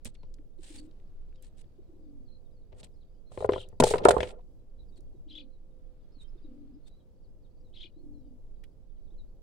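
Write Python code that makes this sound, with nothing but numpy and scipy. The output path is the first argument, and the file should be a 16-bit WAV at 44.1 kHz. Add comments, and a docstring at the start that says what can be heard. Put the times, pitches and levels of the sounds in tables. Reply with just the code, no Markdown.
"""A quiet vineyard: wind and distant rumble are shaped noise, and a faint cricket is pulsed noise.
Small birds whistle in gliding sines; a far dove hoots in pure tones, and a sparrow chirps in a fluttering one.
A pigeon nearby clucks and purrs in bell-shaped puffs of a low tone. Hands trim a cane beside the camera in
grainy noise and snaps, then something knocks and drags on its mount, ringing a set of decaying modes."""
import sys
import numpy as np
from scipy import signal
from scipy.fft import rfft, irfft, next_fast_len
from scipy.io import wavfile
from scipy.ndimage import uniform_filter1d

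SR = 44100
rng = np.random.default_rng(int(sys.argv[2]) if len(sys.argv) > 2 else 0)


def generate_wav(sig):
    """Save sig (samples, or channels by samples) to the path in sys.argv[1] as 16-bit PCM at SR."""
    pcm = np.round(np.clip(np.atleast_2d(sig).T, -1, 1) * 32767).astype(np.int16)
    wavfile.write(sys.argv[1], SR, pcm)


def natural_amplitude(level_db):
    """Convert a level in decibels to a linear amplitude factor, elementwise."""
    exponent = np.asarray(level_db, float) / 20
    return 10 ** exponent


N = 415422
T = np.arange(N) / SR
SIDES = np.array([[1], [-1]])  # left, right

# Spectrum of the air. Each row: frequency in Hz, relative level in dB per Hz.
AIR_SPECTRUM = [(8.8, -25.5), (15, 6.5), (34, -10), (97, -21), (134, -24.5), (220, -29.5), (247, -29.5),
                (483, -32.5), (527, -34), (917, -48.5), (1850, -60.5), (4700, -62), (16000, -73.5)]
AIR_DB = -47.5  # rms before the gusts, flicker and breeze
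# Correlation of the air between the sides. Each row: frequency in Hz, correlation of left and right.
AIR_CORRELATION = [(60, 0.14), (130, 0.5), (290, 0.7), (640, 0.2), (1410, -0.12), (3100, 0.04), (6820, 0),
                   (15000, 1)]
# Balance of the air. Each row: frequency in Hz, left minus right in dB.
AIR_BALANCE = [(60, 0.5), (110, -2.0), (200, -3), (380, -2), (700, 1), (1290, -1), (2380, -1), (4400, 1.5),
               (8120, -0.5), (15000, -2)]
# Breeze in the leaves, used relative to its mean. Each row: time in seconds, level in dB.
BREEZE = [(0, -88), (0.6, -94), (0.85, -87), (2.4, -92.5), (5.6, -92.5), (6.4, -86.5), (7.1, -93),
          (9.42, -92.5)]

# Gliding whistles of small far birds. Each row: start in seconds, length in seconds, first pitch in Hz,
# last pitch in Hz, relative level in dB.
WHISTLES = [(0.154, 0.12, 4400, 4180, -84.5), (0.781, 0.022, 4460, 3830, -60.5),
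            (1.343, .06, 3880, 2850, -75), (1.35, .045, 4500, 6000, -86), (1.472, 0.043, 4200, 3430, -87),
            (2.25, .04, 4750, 4210, -86), (2.28, 0.1, 4150, 4080, -75), (2.44, 0.042, 4000, 3270, -86),
            (2.508, .04, 4850, 4750, -90), (2.563, .022, 4450, 4350, -86), (2.61, .04, 4400, 2900, -87),
            (2.938, .016, 4830, 5600, -85), (2.955, .022, 4550, 4100, -81), (3.002, .016, 3900, 4470, -80),
            (3.016, 0.02, 4400, 2900, -79), (3.14, .06, 3000, 3300, -93), (3.258, 0.093, 4150, 4000, -79.5),
            (3.38, 0.053, 4100, 3970, -64), (3.77, 0.031, 3910, 3920, -87),
            (4.78, 0.063, 4140, 3254, -81.5), (4.88, .03, 4860, 4570, -80),
            (4.921, 0.036, 3800, 3610, -78.5), (4.957, 0.028, 4800, 3520, -69.5),
            (5.5, 0.078, 4240, 3920, -85), (6.0, .06, 3800, 3230, -89), (6.1, .04, 4200, 4590, -89),
            (6.118, .018, 4910, 5600, -86), (6.142, .025, 4600, 4210, -74),
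            (6.181, 0.049, 4166, 3610, -65.5), (6.241, .035, 3210, 2890, -85),
            (6.275, .025, 4900, 5220, -88), (6.301, .02, 4000, 3500, -93), (6.375, .025, 3900, 3000, -87.5),
            (6.39, .015, 4800, 5000, -88.5), (6.415, 0.0299, 4500, 5200, -86),
            (6.439, 0.026, 4000, 3450, -82), (6.73, .06, 5000, 5250, -93), (6.83, .05, 4100, 4600, -84.5),
            (6.858, 0.029, 3720, 3630, -79), (6.889, 0.13, 4020, 3900, -80),
            (6.995, 0.019, 3700, 3100, -84.5), (7.239, .025, 4790, 3600, -87),
            (7.43, .04, 4600, 3040, -87.5), (7.639, 0.057, 4274, 3290, -85), (7.92, .12, 3750, 4440, -87.5),
            (8.037, .03, 4460, 3700, -92), (8.11, 0.18, 4400, 3590, -88.5), (8.209, .09, 3310, 2900, -91.5),
            (9.045, .018, 4300, 4900, -90), (9.062, .03, 4200, 3250, -84), (9.103, .018, 3500, 4000, -86),
            (9.122, .025, 3780, 3130, -86), (9.177, 0.038, 4050, 3580, -75)]
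WHISTLE_RISE, WHISTLE_EDGE_DB = 0.25, -6.5  # share of a whistle spent swelling; level at its ends

# Notes of the far dove's phrase. Each row: seconds from its start, length in seconds, first pitch in Hz,
# last pitch in Hz, relative level in dB.
HOOT_PHRASE = [(0, 0.26, 524, 512.7, -0.5), (.35, 0.2, 514, 510, -1), (.54, 0.18, 514, 494, 1),
               (1.13, .15, 525, 491, 0.5)]
# Repeats of the phrase. Each row: start in seconds, level in dB.
HOOT_REPEATS = [(0.2, -70.5), (1.9, -71.5), (3.6, -69.5), (5.31, -68), (7.03, -72.5), (8.74, -76)]
HOOT_RISE, HOOT_EDGE_DB = 0.4, -7  # share of a note spent swelling; level at its ends

# Sparrow's chirps. Each row: start in seconds, level in dB.
CHIRPS = [(3.501, -53.5), (5.275, -54), (7.727, -53.5)]
# Rising and falling strokes of a chirp. Each row: seconds from its start, mean pitch in Hz, relative level in dB.
CHIRP_SHAPE = [(0, 2687, -26), (.025, 4150, -5.5), (.04, 3305, -3.5), (.07, 3150, -10), (.08, 3307, 4),
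               (.092, 3994, -3.5), (.105, 3250, 3.5), (.114, 2402, -7), (.124, 2580, -22)]

# Pigeon's single clucks. Each row: start in seconds, level in dB, pitch in Hz.
CLUCKS = [(0.39, -51, 296), (0.588, -47, 340), (1.787, -47.5, 361), (4.987, -51.5, 344), (5.143, -50, 352),
          (6.164, -53.5, 268.4), (6.352, -52.5, 351), (7.844, -51, 339.5), (9.116, -57.5, 353)]
# Pigeon's purrs. Each row: start in seconds, length in seconds, relative level in dB, first mean pitch in Hz,
# last mean pitch in Hz.
PURRS = [(0.699, .185, -49.5, 316, 302), (1.889, .37, -56, 351.7, 264.8), (5.26, 0.21, -55.5, 335, 270.3),
         (6.44, 0.3366, -51, 303, 274.4), (7.96, 0.38, -54, 326, 257.8)]
PURR_SAG_DB, PURR_RELEASE_S = -5.5, 0.0454  # a purr weakens as the crop empties
FIRST_GAP_S, SETTLED_GAP_S, UNEVEN = 0.039, 0.022, 0.13  # mean gaps between throbs, relative irregularity
THROB_GLIDE_PER_S = 8  # relative rise of pitch within one throb
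PUFF_S, PUFF_SPREAD_S = 0.0047, 0.00015  # half-width of a puff, growth from throb to throb

# Skin, bark and cloth rubbing. Each row: start in seconds, swell in seconds, hold in seconds, fade in seconds,
# relative level in dB.
RUBS = [(0.048, 0.0071, 0.0025, .05, -46), (0.13, 0.014, .005, .02, -77.5), (0.573, .06, .16, .04, -63.5),
        (0.824, .005, 0.036, .015, -78), (1.412, 0.017, 0.026, .06, -68), (1.556, .02, 0.042, .008, -73),
        (2.743, 0.06, 0.0072, .01, -64.5), (2.827, 0.0088, 0.013, .028, -63.5),
        (3.301, 0.016, .146, .012, -67.5), (3.492, 0.017, .12, .04, -68), (3.8, 0.0013, .002, .018, -29),
        (3.835, 0.0036, .003, .012, -29), (3.849, 0.0037, .06, .1, -41.5), (4.049, 0.0012, .002, .028, -40),
        (4.083, 0.0031, .002, .018, -29), (4.103, 0.0046, .005, .018, -32.5),
        (4.125, .005, .07, .01, -63.5), (4.197, 0.0072, .01, .05, -54), (4.23, .005, .08, 0.022, -64),
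        (4.949, 0.027, .003, .016, -74.5), (6.163, 0.053, .02, .008, -77.5),
        (6.846, 0.032, .005, .022, -71.5)]
# Spectrum of the rubbing. Each row: frequency in Hz, relative level in dB per Hz.
RUB_SPECTRUM = [(470, -33.5), (800, -7), (1110, -17), (1350, -16.5), (1540, -10.5), (2870, -6.5),
                (3880, -4.5), (6020, -12.5), (8440, -2.5), (14500, -36), (16000, -28)]
RUB_EDGE_DB = -33  # relative level where a rub starts and ends
# Snaps of fibre and grit. Each row: start in seconds, level in dB, centre in Hz, left minus right in dB,
# fade time constant in seconds.
SNAPS = [(0.048, -31.5, 8330, 2, 0.0013), (0.1513, -52, 2980, -1, 0.0049), (0.3405, -51.5, 5600, 6, 0.0032),
         (0.386, -61, 1770, 3, 0.0019), (0.5881, -65, 3310, -9, 0.0018), (0.9117, -57.5, 3370, -4, 0.0029),
         (0.9997, -61, 2620, -1.5, 0.0027), (1.326, -61, 1900, 1, 0.0028), (1.3578, -59, 3740, 4, 0.0039),
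         (1.4244, -48, 9530, 1, 0.0016), (1.582, -55, 6090, -3, 0.0015), (1.642, -63, 2730, -3.0, 0.0021),
         (3.6876, -50.5, 7610, 1, 0.0028), (3.9664, -48, 3320, 11, 0.002), (3.9816, -32, 2870, 3.5, 0.0053),
         (4.9581, -68, 4710, 1.0, 0.002), (5.0064, -60, 6800, -9, 0.0026), (8.6373, -52, 2510, -5, 0.0066),
         (8.639, -59, 9000, -7, 0.003)]

# Knocks on the mount. Each row: start in seconds, level in dB, crack relative to the ring in dB,
# crack frequency in Hz, added left minus right in dB.
KNOCKS = [(0.053, -43, -15, 8320, 3), (0.071, -45, -26, 3030, 6), (0.232, -49.5, -7, 3800, 6),
          (2.727, -54.5, -5, 2860, 13), (2.831, -48.5, 5, 4360, -2), (3.317, -42.5, -34, 3590, 1.5),
          (3.375, -26, -14.5, 2750, .5), (3.405, -26, -18, 3700, 2), (3.424, -23, -32, 1500, 1.5),
          (3.445, -13, -28, 2100, 1), (3.491, -9, -14.5, 1610, 2.5), (3.521, -23, -15.5, 4150, 2.5),
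          (3.534, -23.5, -5.5, 2680, 2), (3.56, -22.5, -24, 3400, 1), (3.579, -29.5, -18, 3850, 9.5),
          (3.727, -46.5, -29, 1497, 6.5), (3.8, -6, -17.5, 8900, 3), (3.824, -11, -8.5, 1489, 3.5),
          (3.837, -7, -11.5, 6540, 1.5), (3.868, -17, -14, 8780, 1), (3.908, -15, -11, 8714, 3),
          (3.938, -10, -12, 1906, 1), (3.956, -17.5, -29, 1700, -0.5), (4.004, -30.5, -23, 3120, 1),
          (4.053, 1.5, -16.5, 1498, 3), (4.071, -13, -20.5, 1503, -2), (4.085, -1.5, -28, 9227, 4),
          (4.107, -5.5, -12, 1826, -2), (4.137, -20.5, -29.5, 1700, 8.5), (4.166, -13, -27, 1500, -10.5),
          (4.184, -20.5, -20, 1478, 1.5), (4.205, -20, -1, 3010, 5), (4.23, -16.5, -6, 3000, 4)]
# Modes of the mount. Each row: mean frequency in Hz, mean relative level in dB, 60 dB decay in seconds.
MOUNT_MODES = [(390, -10.5, 0.21), (389, -6, 0.084), (424, -0.5, 0.11), (500, -2.5, 0.21),
               (544.4, -5.5, 0.092), (613, -0.5, 0.055), (700, -6, 0.076), (765, -9, 0.071),
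               (870, -6, 0.076), (1004, -6.5, 0.053), (1237, -10, 0.03), (1385, -17.5, 0.076),
               (1850, -15.5, 0.025), (2100, -30.5, 0.09), (2870, -27.5, .03)]
# Soft low modes of its legs. Each row: mean frequency in Hz, mean relative level in dB, 60 dB decay in seconds.
LEG_MODES = [(65, -1, 0.21), (107, 1.5, 0.17), (185, -1, 0.085), (252.6, -0.5, 0.024)]
THUD_DB, THUD_GROWTH = -28.5, 0.4  # thud of a 0 dB knock; dB of thud per dB of knock
# Single decaying tones in some jolts: leg rings and one slow swing. Each row: start in seconds,
# initial level in dB, frequency in Hz, 60 dB decay in seconds.
JOLTS = [(0.053, -37.5, 60, .1), (0.057, -39.5, 230, 0.072), (3.8, -12.5, 245, 0.084),
         (3.802, -24, 11, 0.72), (3.812, -20, 150, 0.1), (3.831, -24, 105, .12), (4.168, -26, 60, .2)]
# Force of the dragging, one list a span. Each row: time in seconds, level in dB.
DRAG = [
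    [(2.72, -59.5), (2.88, -65)],
    [(3.3, -71), (3.5, -50.5), (3.76, -70.5)],
    [(3.8, -54), (3.97, -37.5), (4.12, -36), (4.21, -42), (4.29, -42.5), (4.33, -51), (4.42, -65.5)],
]
SHAKE_DB, SCRAPE_DB = -10, -17  # low shaking and crackling scrape, relative to the ringing grit


def unit(x):
    """Normalisation: scale to rms 1."""
    return x / np.sqrt(np.mean(x ** 2))


def curve(tables, column, silent=None):
    """Linear interpolation of one column: joined straight across the gaps, or silent between spans."""
    if silent is None:
        rows = np.concatenate(tables)
        return np.interp(T, rows[:, 0], rows[:, column])
    spans = [np.array(rows)[:, [0, column]].T for rows in tables]
    return np.max([np.interp(T, *span, left=silent, right=silent) for span in spans], axis=0)


def gain(tables, column, edge_s=0.004):
    """Amplitude envelope: a level column in dB as a gain with soft edges."""
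    return uniform_filter1d(natural_amplitude(curve(tables, column, silent=-200)), max(int(edge_s * SR), 1))


def shape(x, points):
    """Spectral weighting by (Hz, dB) points joined along log frequency."""
    hz, db = np.transpose(points)
    size = next_fast_len(N)
    f = np.maximum(np.arange(size // 2 + 1) * SR / size, 1)
    weight = natural_amplitude(np.interp(np.log(f), np.log(hz), db))
    return irfft(rfft(x, size) * weight, size)[..., :N]


def band(x, lo_hz, hi_hz):
    """Band-pass filtering by a Butterworth filter."""
    sos = signal.butter(2, [lo_hz, min(hi_hz, 0.45 * SR)], "band", fs=SR, output="sos")
    return signal.sosfilt(sos, x)


def walk(rate):
    """Slow random modulation: levels held 1 / rate s and slewed twice; spread near 1."""
    k = int(SR / rate)
    held = np.repeat(rng.standard_normal(N // k + 1), k)
    return 1.6 * uniform_filter1d(uniform_filter1d(held, k), k)[:N]


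def ring(x, hz, t60):
    """Resonance: the response of one exponentially decaying mode."""
    pole = np.exp(2j * np.pi * hz / SR - np.log(1000) / (t60 * SR))
    return signal.lfilter([1], [1, -pole], x).imag


def tone(hz):
    """Phase is the integral of frequency: a sine of rms 1 on a moving pitch."""
    return np.sqrt(2) * np.sin(2 * np.pi * np.cumsum(hz) / SR)


def pair(wide):
    """Partial coherence: left and right noise from a shared and an opposed part."""
    mid, side = rng.standard_normal((2, N))
    return (mid + wide * side * SIDES) / np.sqrt(1 + wide ** 2)


def leaves(x, wet_db, t60):
    """Multiple scattering from the vine rows: a short noisy tail, different on each side."""
    t = np.arange(int(t60 * SR)) / SR
    noise = rng.standard_normal((2, int(0.5 * SR)))[:, :len(t)]
    tail = noise * 1000 ** (-t / t60) * (t > 0.004)
    tail = tail / np.sqrt(np.sum(tail ** 2) / 2)
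    return x + natural_amplitude(wet_db) * signal.fftconvolve(x * np.ones((2, 1)), tail, axes=1)[:, :N]


def note(s, length, first_hz, last_hz, db, rise, edge_db):
    """Evenly gliding call that swells and dies: rows (s, Hz, dB)."""
    corners = ((0, edge_db), (np.clip(rise, 0.05, 0.95), 0), (1, edge_db))
    return [(s + share * length, first_hz + share * (last_hz - first_hz), db + drop)
            for share, drop in corners]


def air():
    """Partly coherent noise: steady rumble, bass in gusts stronger on the right, treble following the breeze."""
    # the shared part has power 1 + correlation, the opposed part 1 - correlation
    mid, side = (shape(rng.standard_normal(N),
                       [(hz, 10 * np.log10(1 + sign * np.clip(c, 0, 0.99))) for hz, c in AIR_CORRELATION])
                 for sign in (1, -1))
    both = [shape(mid + sign * side, [(hz, sign * db / 2) for hz, db in AIR_BALANCE]) for sign in (1, -1)]
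    whole = natural_amplitude(AIR_DB) * unit(shape(np.array(both), AIR_SPECTRUM))
    bass = shape(whole, [(50, 0), (100, -60)])
    treble = shape(whole, [(500, -60), (1200, 0), (4500, 0), (9000, -60)])
    breeze_db = curve([BREEZE], 1)
    gust = natural_amplitude(1.3 * walk(1.5) + 2.2 * walk(6))
    flicker = natural_amplitude(0.9 * walk(8))
    middle = (whole - bass - treble) * flicker
    return middle + bass * gust * natural_amplitude(-1.5 * SIDES) + treble * natural_amplitude(breeze_db - np.mean(breeze_db))


def cricket():
    """Amplitude-modulated band noise: buzzes near 4.6 kHz about three times a second, coming and going."""
    on = np.sin(2 * np.pi * (2.9 * T + 0.3)) > 0.3 * walk(4)
    buzz = on * np.sin(np.pi * 45 * T) ** 2  # 45 pulses a second
    return natural_amplitude(-91.5 + 2.5 * walk(1.5)) * buzz * unit(band(pair(0.6), 4500, 4800))


def twitter():
    """Frequency glides: thin whistles, blurred by distance, over a scatter of mostly fainter steep peeps."""
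    near = np.zeros(N)
    blur = natural_amplitude(4.5 * walk(120))
    bend = 1 + 0.012 * walk(200) + 0.01 * walk(70)
    for row in WHISTLES:
        s, hz, db = np.transpose(note(*row, WHISTLE_RISE, WHISTLE_EDGE_DB))
        span = slice(int(s[0] * SR), int(s[-1] * SR))
        t = T[span]
        level = signal.windows.tukey(len(t), 0.2) * natural_amplitude(np.interp(t, s, db)) * blur[span]
        near[span] += level * tone(np.interp(t, s, hz) * bend[span])
    far, t = np.zeros(N), T[:1100]
    for when, pitch, glide, size in rng.random((150, 4)):
        i = int(when * (N - len(t)))
        hz = (3400 + 2200 * pitch) * (1 - 16 * (glide - 0.2) * t)  # most fall, some rise
        peep = np.sin(np.pi * t / t[-1]) * np.sin(2 * np.pi * np.cumsum(hz) / SR)
        far[i:i + len(t)] += natural_amplitude(-97 + 12 * size) * peep
    return leaves(near + far, -1.5, 0.1)


def dove():
    """Pure tones in a repeated phrase of hoots, their level wavering a little in the air on the way."""
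    hoots = [note(start + s, length, a, b, level_db + db, HOOT_RISE, HOOT_EDGE_DB)
             for start, level_db in HOOT_REPEATS for s, length, a, b, db in HOOT_PHRASE]
    waver = natural_amplitude(1.2 * walk(15))
    return leaves(gain(hoots, 2, edge_s=0.035) * waver * tone(curve(hoots, 1)), -17.0, 0.15)


def sparrow():
    """Frequency modulation: a fast-fluttering, rough whistle with a rasp of air and overtone, smeared by vines."""
    s, shape_hz, shape_db = np.transpose(CHIRP_SHAPE)
    level, hz = np.zeros(N), np.full(N, shape_hz[0])
    for start, db in CHIRPS:
        inside = (T >= start) & (T < start + s[-1])
        level[inside] = natural_amplitude(db + np.interp(T[inside] - start, s, shape_db))
        hz[inside] = np.interp(T[inside] - start, s, shape_hz)
    hz = hz * (1 + 0.045 * np.sin(2 * np.pi * 170 * T) + 0.025 * walk(350))
    rasp = unit(band(rng.standard_normal(N), 2480, 4000))
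    voice = natural_amplitude(3 * walk(300)) * tone(hz) + natural_amplitude(-10) * rasp + natural_amplitude(-34) * tone(2 * hz)
    # the other side of the voice box: higher, weaker, later
    upper = level * natural_amplitude(-17 + 4.4 * walk(200)) * tone(1.2 * hz)
    call = level * voice + np.roll(upper, int(0.03 * SR))
    call = call + natural_amplitude(-5.5) * np.roll(call, int(0.027 * SR))  # one clear echo from something near
    return natural_amplitude(2.2 * SIDES) * leaves(band(call, 1600, 12000), -4, 0.059)


def puff(t, width_s):
    """Gaussian pulse: the envelope of one pulse of the inflated crop, peak 1."""
    return np.exp(-0.5 * ((t - 0.008) / width_s) ** 2)


def pigeon():
    """Pulsed low tone: each cluck is one puff; a purr is a string of widening puffs that close up and blur."""
    clucks = sum(natural_amplitude(db) * puff(T - s, PUFF_S) * np.sin(2 * np.pi * hz * (T - s)) for s, db, hz in CLUCKS)
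    throbs, age_s = np.zeros((2, N))
    speeding = np.exp(-np.arange(30) / 1.1)  # 1 at the first throb, 0 once settled
    for (start, length, *_), chance in zip(PURRS, rng.standard_normal((len(PURRS), 2, 30))):
        uneven = UNEVEN * (1 - speeding)
        gaps = SETTLED_GAP_S * (1 + uneven * np.clip(chance[0], -2, 2))
        gaps = gaps + (FIRST_GAP_S - SETTLED_GAP_S) * speeding
        times = start + 0.003 + np.cumsum(gaps) - gaps
        sizes = natural_amplitude(15 * uneven * chance[1])
        for k, (s, size) in enumerate(zip(times, sizes)):
            if s < start + length + PURR_RELEASE_S:
                throbs += size * puff(T - s, PUFF_S + k * PUFF_SPREAD_S)
                age_s[int(s * SR):int(s * SR) + 2000] = T[:2000] - SETTLED_GAP_S / 2
    wobble = 1 + 0.035 * walk(60) + THROB_GLIDE_PER_S * age_s
    purrs = [[(s, db, a), (s + length, db + PURR_SAG_DB, b), (s + length + PURR_RELEASE_S, db - 26.5, b)]
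             for s, length, db, a, b in PURRS]
    purring = natural_amplitude(2.5) * gain(purrs, 1, edge_s=0.0022) * throbs * tone(curve(purrs, 2) * wobble)
    return leaves(clucks + purring, -5.5, 0.11) * natural_amplitude(0.78 * SIDES)


def hands():
    """Friction and fracture: grainy rubbing hiss, and single snaps of decaying band noise."""
    grain = natural_amplitude(2.3 * walk(280) + walk(70))
    rubs = [np.c_[s + np.cumsum([0, swell, hold, fade]), db + RUB_EDGE_DB * np.array([1, 0, 0, 1])]
            for s, swell, hold, fade, db in RUBS]
    hiss = unit(shape(pair(0.86) * grain, RUB_SPECTRUM))
    out = gain(rubs, 1, edge_s=0.00054) * natural_amplitude(5.5) * hiss
    chance = rng.standard_normal((len(SNAPS), 2, 900))
    for (s, db, hz, pan_db, fade_s), (mid, side) in zip(SNAPS, chance):
        burst = (mid + 0.5 * side * SIDES) * np.exp(-T[:900] / max(fade_s, 2e-4))
        snap = band(burst, hz / 1.5, hz * 1.5)
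        out[:, int(s * SR):int(s * SR) + 900] += natural_amplitude(db + pan_db / 2 * SIDES) * snap / np.abs(snap).max()
    return out


def strike(modes, chance, soft_s):
    """Modal excitation: a short push rings every mode; high modes move the two ports differently."""
    out = 0
    push = (T[:9000] + 1e-9) * np.exp(-T[:9000] / soft_s)
    for (hz, db, t60), (size, tune, lean) in zip(modes, chance):
        wide = np.clip((hz / 850) ** 2, 0, 1.3) * np.tanh(3 * lean)
        mode = np.sign(tune) * ring(push, hz * (1 + 0.015 * tune), t60)
        out = out + natural_amplitude(db + 4.5 * size) * (1 + wide * SIDES) * mode
    return out / np.abs(out).max()


def mount():
    """Modal resonance: knocks and a gritty drag ring the same modes; knocks also thud in the legs and crack."""
    out = np.zeros((2, N))
    t = T[:9000]
    chance = rng.standard_normal((len(KNOCKS), 2, 9000))
    # the touching hand or soil takes most of the ring at once
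    damping = (1 - np.exp(-t / 0.0014)) * (np.exp(-t / 0.0055) + natural_amplitude(-10))
    crack_fade = np.exp(-t / 0.0025) + natural_amplitude(-14.0) * np.exp(-t / 0.017)
    for (s, db, crack_db, crack_hz, pan_db), (mid, side) in zip(KNOCKS, chance):
        blow = damping * strike(MOUNT_MODES, mid[:60].reshape(20, 3), 0.0001)
        thud = strike(LEG_MODES, side[:60].reshape(20, 3), 0.0006)
        crack = band((mid + 0.5 * side * SIDES) * crack_fade, crack_hz / 1.9, crack_hz * 1.1)
        whole = blow / np.abs(blow).max() + natural_amplitude(crack_db) * crack / np.abs(crack).max()
        knock = natural_amplitude(db + pan_db / 2 * SIDES) * whole
        knock = knock + natural_amplitude(THUD_DB + THUD_GROWTH * db - 1.8 * SIDES) * thud
        out[:, int(s * SR):int(s * SR) + 9000] += knock
    for s, db, hz, t60 in JOLTS:
        t = T[:SR // 2]
        decaying = 1000 ** (-t / t60) * np.sin(2 * np.pi * hz * t)
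        out[:, int(s * SR):int(s * SR) + len(t)] -= natural_amplitude(db) * decaying
    scrape = unit(band(pair(0.8) * natural_amplitude(8.1 * walk(200)), 1800, 4000))
    grit = unit(sum(natural_amplitude(db) * ring(pair(hz / 900) * natural_amplitude(6 * walk(160)), hz, t60) for hz, db, t60 in MOUNT_MODES))
    shake = unit(band(pair(1.0), 45, 200))
    return out + gain(DRAG, 1) * (grit + natural_amplitude(SHAKE_DB) * shake + natural_amplitude(SCRAPE_DB) * scrape)


def scene():
    """Superposition of all sources at the two microphones."""
    return air() + cricket() + twitter() + dove() + sparrow() + pigeon() + hands() + mount()


def band_limit(x):
    """A steep low-pass at the top of the band."""
    return signal.sosfilt(signal.butter(12, 16500, fs=SR, output="sos"), x)


def record(dry):
    """Soft saturation: the camera rounds the loudest peaks."""
    rounded = np.tanh(1.05 * dry) / 1.05
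    return band_limit(rounded)


dry = scene()
out = record(dry)
generate_wav(out)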